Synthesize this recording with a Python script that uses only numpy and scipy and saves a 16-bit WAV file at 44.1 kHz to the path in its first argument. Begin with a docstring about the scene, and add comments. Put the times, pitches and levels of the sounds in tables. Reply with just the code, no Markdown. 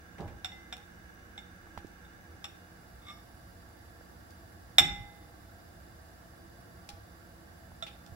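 """In a small tiled kitchen, tongs dip bread in egg mixture in a ceramic bowl on a stove grate.
The tips tap and drag along the wall and once spring open against it: decaying sines ring, noise clacks.
The hinge snaps in short noise bursts; knocks are damped sines; the bowl rocks on the grate with a low rumble.
Echoes and a noise-made tail answer the bright sounds, over shaped air noise and a wavering appliance hum."""
import sys
import numpy as np
from scipy import signal
from scipy.fft import rfft, irfft
from scipy.io import wavfile
from scipy.ndimage import uniform_filter1d

SR = 44100
rng = np.random.default_rng(int(sys.argv[2]) if len(sys.argv) > 2 else 0)


def int16_out(signal):
    """Quantize to a 16-bit WAV file."""
    q = np.round(np.clip(np.atleast_2d(signal).T, -1, 1) * 32767)
    wavfile.write(sys.argv[1], SR, q.astype(np.int16))


N = 359415  # length in samples


def amp(db):
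    """Turns decibels into a gain."""
    return 10 ** (np.asarray(db) / 20)


def unit(x):
    """Scales a sound to an rms of 1."""
    return x / np.sqrt(np.mean(x ** 2) + 1e-20)


def read(points, hz):
    """Joins (Hz, value) points by straight lines on a log-frequency axis."""
    point_hz, value = np.transpose(points)
    return np.interp(np.log(hz + 1), np.log(point_hz + 1), value)


def add(mix, s, sound):
    """Mixes a sound in at time s, cutting what runs past the end."""
    part = mix[:, round(s * SR):][:, :sound.shape[-1]]
    part += sound[..., :part.shape[1]]


def sides(balance_db):
    """Gives left and right gains; a negative balance makes the right side louder."""
    return amp(np.array([[balance_db], [-balance_db]]) / 2)


def noise(colour_db, size):
    """Makes two unrelated noises whose spectrum follows the function colour_db(Hz)."""
    hz = np.fft.rfftfreq(size, 1 / SR)
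    random_phase = np.exp(2j * np.pi * rng.random((2, len(hz))))
    return unit(irfft(random_phase * amp(colour_db(hz)), size))


def fade(t, rise, t60):
    """A quick swell, then a decay that loses 60 dB in t60 seconds."""
    return (1 - np.exp(-t / rise)) * np.exp(-np.log(1000) * t / t60)


def taps():
    """A harder blow is brighter, quicker and clacks more; a heavy one squashes the soft tip."""
    # tongs on the bowl: start_s, level_db, left_right_db, hardness_db, free_ring_db,
    # lower_contact_pitch_hz, upper_contact_pitch_hz
    blows = [(0.4455, -30.5, -2.5, 3.5, -29.5, 754, 1450), (0.5180, -45, -1, -3, -0.5, 813, 2050),
             (0.7258, -35.5, -1.5, 4, -40, 742, 1430), (1.3778, -37.5, -2.5, -4, -36, 793, 2123),
             (2.0487, -55.5, -3, -6, -17, 820, 2170), (2.4425, -37, 0, 7, -55, 810, 1153),
             (4.783, -5.5, -3, -2, -26, 740, 1387), (7.8245, -30, -4.5, -5.5, -48, 670, 1346)]
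    average_rise_s, average_clack_db = 0.0013, 4
    lower_db, upper_db = -3, -5  # the contact tones before squashing
    give_db = -18.5  # around this level the soft tip begins to give way
    free_hz = 2150  # centre of the modes that a resting tip leaves free
    for s, level_db, balance_db, hard_db, free_db, lower_hz, upper_hz in blows:
        squash_db = 20 * np.log10(1 + amp(level_db - give_db))
        clack_db = average_clack_db + 0.7 * hard_db
        rise = average_rise_s * amp(-0.5 * hard_db)
        yield s, tap(level_db, balance_db, hard_db, clack_db, rise, free_db, free_hz,
                     lower_hz, lower_db - squash_db, upper_hz, upper_db - squash_db)


def drag(count=6):
    """A tip sticks and slips along the wall; the last slip lets the bowl ring."""
    # loudness along the drag: time_s, level_db
    drag_level = [(3.0, -52), (3.04, -57), (3.078, -37), (3.1, -38.5)]
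    # the two contact tones of a slip: pitch_hz, level_db
    slip_tones = [(1200, -2.5), (2165, -1)]
    release_s, slip_gap_s, rise_s = 3.099, 0.016, 0.004
    held_db, released_db, free_hz = -42, -16, 5470  # free ring while held, after release, and its centre
    balance_db, treble_db, clack_db = -1.5, -2.5, 0
    # counted backward: slip 0 is the last one
    for k in range(count):
        s = release_s - k * slip_gap_s
        level_db = np.interp(s, *np.transpose(drag_level))
        free_db = held_db if k else released_db
        yield s, tap(level_db, balance_db, treble_db, clack_db, rise_s, free_db, free_hz,
                     *slip_tones[0], *slip_tones[1])
    # the lower tone sings on after the last slip
    yield release_s, knock(-54.5, slip_tones[0][0], 0.25)


def tap(level_db, balance_db, treble_db, clack_db, rise, free_db, free_hz,
        lower_hz, lower_db, upper_hz, upper_db, spread_db=4):
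    """A tip strikes the wall and damps it at once; a weaker part rings on freely."""
    # rim modes of the bowl, some close together: pitch_hz, touched_db, ringing_free_db, free_t60_s
    bowl_modes = [(819, -32, -1, 0.96), (2050, -11, -5, 0.73), (3464, -5, -16.5, 0.45),
                  (3584, 0.5, -16, 0.85), (3622, -4.5, -12, 0.85), (3664, -7, -16.5, 0.45),
                  (5460, -12, -4, 0.45), (5530, -9.5, -9, 0.38), (7590, -15.5, -9, 0.29),
                  (9860, -15.5, -2.5, 0.25), (12490, -19.5, 3.5, 0.2), (15260, -17, -1.5, 0.24)]
    # colour of the dense, short ring of the tongs: frequency_hz, relative_level_db_per_hz
    clack_colour = [(100, -37), (520, -27), (750, -1), (1000, -13), (1250, -2), (1500, -2), (2000, -4.5),
                    (2800, 1.5), (3600, -8), (4500, -14.5), (6500, -16.5), (7600, -8), (9000, -29.5),
                    (16000, -31.5)]
    touched_t60, contact_t60, clack_t60 = 0.045, 0.062, 0.058  # s
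    side_phase = 1.5  # radians by which the left side lags the right
    t = np.arange(SR) / SR

    def tone(hz):
        """A steady sine, later in its cycle on the left."""
        return np.sin(2 * np.pi * hz * t - np.array([[side_phase], [0]]))

    ring = np.zeros((2, SR))
    for hz, touched_db, ringing_db, t60 in bowl_modes:
        # a light blow stays longer in contact and misses the highest modes
        hardness = amp(treble_db * (hz > 4500) + level_db / 6 * max(np.log2(hz / 5500), 0))
        # where the tip rests decides which modes stay free; a light touch frees fewer of them
        spared_db = free_db - spread_db * amp(-level_db / 4) * abs(np.log2(hz / free_hz))
        touched = amp(touched_db) * fade(t, rise, touched_t60)
        free = amp(spared_db + ringing_db) * fade(t, 0.0059, t60)
        ring += hardness * (touched + free) * tone(hz)
    # tip and wall swing together at two pitches set by the grip
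    for hz, db in ((lower_hz, lower_db), (upper_hz, upper_db)):
        ring += amp(db) * fade(t, rise, contact_t60) * tone(hz)
    clack_noise = noise(lambda hz: read(clack_colour, hz), SR)
    clack = amp(clack_db - 10.0) * fade(t, rise, clack_t60) * clack_noise
    return amp(level_db) * sides(balance_db) * (ring + clack)


def ticks():
    """The hinge snaps, and the lowest mode of the bowl answers faintly."""
    # light snaps of the hinge: start_s, level_db, centre_hz, t60_s
    hinge_snaps = [(0.205, -53.5, 3860, 0.047), (0.768, -44, 2900, 0.011), (1.776, -45.5, 2340, 0.04),
                   (1.869, -54, 4500, 0.019), (4.306, -55, 4500, 0.035), (6.890, -39, 3530, 0.034),
                   (7.866, -44.5, 2800, 0.12), (8.063, -49.5, 4300, 0.025)]
    for s, level_db, centre_hz, t60 in hinge_snaps:
        # a longer snap has a narrower resonance
        octaves = 0.82 * (0.035 / t60) ** 0.56
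        yield s, tick(level_db, centre_hz, octaves, t60)
        yield s, knock(level_db - 13, 817, 0.25)


def tick(level_db, centre_hz, octaves, t60):
    """A fading noise burst shaped by one broad resonance."""
    t = np.arange(SR // 4) / SR

    def colour_db(hz):
        """Falls away on both sides of the centre."""
        distance = np.log2((hz + 1) / centre_hz) / octaves
        return -20 * np.log10(1 + distance ** 2)

    return amp(level_db) * fade(t, 0.00013, t60) * noise(colour_db, len(t))


def knocks():
    """Dull knocks and plops last equally many cycles, so low ones last longer; each brings a thud."""
    # knocks and plops: start_s, level_db, pitch_hz
    dull_hits = [(1.672, -42, 744), (1.7761, -24.5, 885), (1.847, -31, 303), (4.011, -39, 600),
                 (6.933, -41.5, 71), (7.718, -39, 750), (8.122, -38, 96)]
    # the stove top shaken by each: pitch_hz, level_against_knock_db, t60_s
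    thud_modes = [(87, -13, 0.087), (190, -14, 0.037)]
    cycles = 5.5  # until a knock has died away
    for s, level_db, hz in dull_hits:
        yield s, knock(level_db, hz, cycles / hz)
        for thud_hz, db, t60 in thud_modes:
            yield s, knock(level_db + db, thud_hz, t60)


def knock(level_db, hz, t60):
    """One mode of vibration: a sine that swells within a fraction of a cycle and dies away."""
    t = np.arange(SR // 4) / SR
    return amp(level_db) * sides(-9.0) * fade(t, 0.19 / hz, t60) * np.sin(2 * np.pi * hz * t)


def pushes(count=3):
    """The bowl slides, rings the grate, then rocks to rest; its foot grinds between landings."""
    # pushes on the grate: start_s, level_db, upper_edge_hz, delay_to_landing_s, landing_db, loss_per_rock_db
    bowl_pushes = [(0.182, -39, 780, 0.045, -31.5, 10.5), (4.788, -35, 230.7, 0.0031, -33, 2.6)]
    # grate and bowl ringing together: pitch_hz, level_against_push_db, t60_s
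    grate_modes = [(157, -4.5, 0.36), (185, -7.5, 0.15), (352, -7.5, 0.33), (811, -7.5, 0.43)]
    grate_delay_s, rock_gap_s = 0.017, 0.095
    for s, level_db, edge_hz, landing, landing_db, loss_db in bowl_pushes:
        # the slide swells and dies away
        yield s, shift(level_db, 0.021, 0.47, edge_hz)
        for hz, db, t60 in grate_modes:
            yield s + grate_delay_s, knock(level_db + db, hz, t60)
        # each landing shakes the stove top
        for k in range(count):
            yield s + landing + k * rock_gap_s, shift(landing_db - k * loss_db, 0.018, 0.24, 85)
        # the foot grinds on the iron, less each time
        for k in range(count - 1):
            grind_db = level_db - 12 - k * 1.5
            yield s + k * rock_gap_s, tick(grind_db, 1800, 0.6, 0.14)


def shift(level_db, rise, t60, edge_hz, judder_db=3):
    """The foot of the bowl judders on the iron grate and the stove top rumbles: uneven low noise."""
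    t = np.arange(SR) / SR

    def colour_db(hz):
        """Cuts the treble above edge_hz and the bass below 56 Hz."""
        return -10 * np.log10((1 + (hz / edge_hz) ** 6) * (1 + (56 / (hz + 1)) ** 4))

    common, apart = noise(colour_db, SR)
    # the strength wanders between 90 random points in a second
    wander = np.interp(t, np.linspace(0, 1, num=90), rng.uniform(-1, 1, size=90))
    rumble = np.array([common + 0.35 * apart, common - 0.29 * apart])
    return amp(level_db) * sides(-2) * amp(judder_db * wander) * fade(t, rise, t60) * rumble


def kitchen(x, tail_db=-11, build=0.008):
    """Near surfaces reflect the sound, then a diffuse tail dies soonest in the high treble."""
    # how long the room rings: frequency_hz, t60_s
    room_decay = [(100, 0.45), (700, 0.5), (2000, 0.5), (4000, 0.39), (8000, 0.35), (15000, 0.22)]
    # reflections from stove, wall and hood: delay_s, left_gain, right_gain
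    reflections = [(0.0046, 0.12, 0.1), (0.0108, 0.41, 0.35), (0.0125, 0.15, 0.2)]
    hz, t, z = signal.stft(rng.standard_normal((2, SR)), SR, nperseg=256)
    decay = fade(t, build, read(room_decay, hz)[:, None])
    tail = signal.istft(z * decay, SR, nperseg=256)[1]
    out = amp(tail_db) * signal.fftconvolve(x, tail / np.linalg.norm(tail[0]), axes=1)[:, :N]
    for delay, left, right in reflections:
        add(out, delay, x * np.array([[left], [right]]))
    return out


def air(ripple_db=3.5):
    """Steady kitchen noise whose colour changes as the listening point rises over the bowl."""
    # air noise beside the bowl, then above it: frequency_hz, relative_level_db_per_hz
    beside_colour = [(15, -51), (25, -9), (86, -2.5), (141, -13.5), (179, -8.5), (333, -17), (425, -16.5),
                     (620, -18), (672, -23.5), (812, -21), (1010, -20.5), (1590, -16), (3300, -34.5),
                     (13800, -38.5), (15800, -45.5)]
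    above_colour = [(15, -44.5), (25, -16.5), (76, -1.5), (126, -9), (144, -13), (179, -10.5), (205, -13.5),
                    (241, -15), (513, -20), (691, -15), (905, -22), (1820, -20.5), (2260, -31),
                    (4820, -38.5), (15800, -37.5)]
    # resonances: centre_hz, width_hz, height_beside_db, height_above_db
    resonances = [(82, 7.9, 5.5, 3), (336, 24, 11, 8.5), (740, 90, 9.5, 3.5), (1182, 51, 0, 1.5),
                  (1650, 79, 7.5, 4.5), (2913, 120, 7, 4.5), (3590, 100, 8, 5.5), (4810, 820, 4.5, 8.5),
                  (5974, 230, 9, 6.5), (7300, 390, 4.5, 7), (10740, 400, 0.5, 6.5), (12520, 220, 4.5, 5),
                  (15656, 140, 23, 10.5)]
    # left-right likeness: frequency_hz, likeness (1 same, 0 unrelated, -1 opposite)
    likeness = [(60, 0.93), (130, 1), (290, 0.39), (640, 0.3), (1250, -0.33), (1650, -0.29), (3100, 0.0094),
                (15000, -0.05)]
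    # left-right level difference: frequency_hz, left_over_right_db
    tilt = [(60, -0.5), (110, -2), (380, -2), (700, -0.5), (1290, -10), (2380, 0.5), (4400, -1.5),
            (15000, -2.5)]
    hz, t = np.fft.rfftfreq(N, 1 / SR), np.arange(N) / SR
    a, b = rfft(rng.standard_normal((2, N)))
    same, balance_db = np.clip(read(likeness, hz), -1, 1), read(tilt, hz)
    left = a * amp(balance_db / 2)
    right = (same * a + np.sqrt(1 - same ** 2) * b) * amp(-balance_db / 2)
    z = np.array([left, right])
    peaks_db = sum(np.outer(heights, np.exp(-((hz - centre) / width) ** 2))
                   for centre, width, *heights in resonances)
    # a fine, random, fixed ripple roughens the noise spectrum, weaker in the bass
    ripple = unit(uniform_filter1d(rng.standard_normal(size=700), size=3))
    ripple_shape = np.interp(np.sqrt(hz / hz[-1]), np.linspace(0, 1, len(ripple)), ripple)
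    z *= amp(ripple_db * ripple_shape * hz / (hz + 300))
    beside = amp(-53) * unit(irfft(z * amp(read(beside_colour, hz) + peaks_db[0]), N))
    above = amp(-53) * unit(irfft(z * amp(read(above_colour, hz) + peaks_db[1]), N))
    # 0 beside the bowl, 1 above it; the rise goes from 2.1 to 3.1 s
    height = np.interp(t, [2.1, 3.1], [0, 1])
    return (1 - height) * beside + height * above


def hum(waver=0.35):
    """An appliance motor hums at multiples of its speed, wavering in strength and phase."""
    # motor tones: multiple_of_motor_speed, rms_level_db before the left-right balance
    motor_tones = [(1, -66), (3, -69), (4, -72.5), (5, -77), (8, -78)]
    motor_hz = 59.9
    t, out = np.arange(N) / SR, np.zeros(N)
    knots = np.linspace(0, t[-1], num=40)
    for multiple, db in motor_tones:
        a, b = (np.interp(t, knots, row) for row in rng.standard_normal((2, len(knots))))
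        wavering = 1 + waver * (a + 1j * b)
        turning = np.exp(2j * np.pi * multiple * motor_hz * t)
        out += amp(db) * unit((wavering * turning).real)
    return sides(-2) * out


def scene():
    """Bright sounds carry into the room; the dull ones stay close."""
    bright, dull = np.zeros((2, 2, N))
    for mix, sources in ((bright, (taps, drag, ticks)), (dull, (knocks, pushes))):
        for source in sources:
            for s, sound in source():
                add(mix, s, sound)
    return bright + kitchen(bright) + dull + air() + hum()


def record(dry):
    """Clips at full scale, then removes the treble above about 15.9 kHz."""
    lowpass = signal.firwin(511, 15900, window=("kaiser", 9), fs=SR)
    return signal.oaconvolve(np.clip(dry, -1, 1), lowpass[None], "same", axes=1)


dry = scene()
out = record(dry)
int16_out(out)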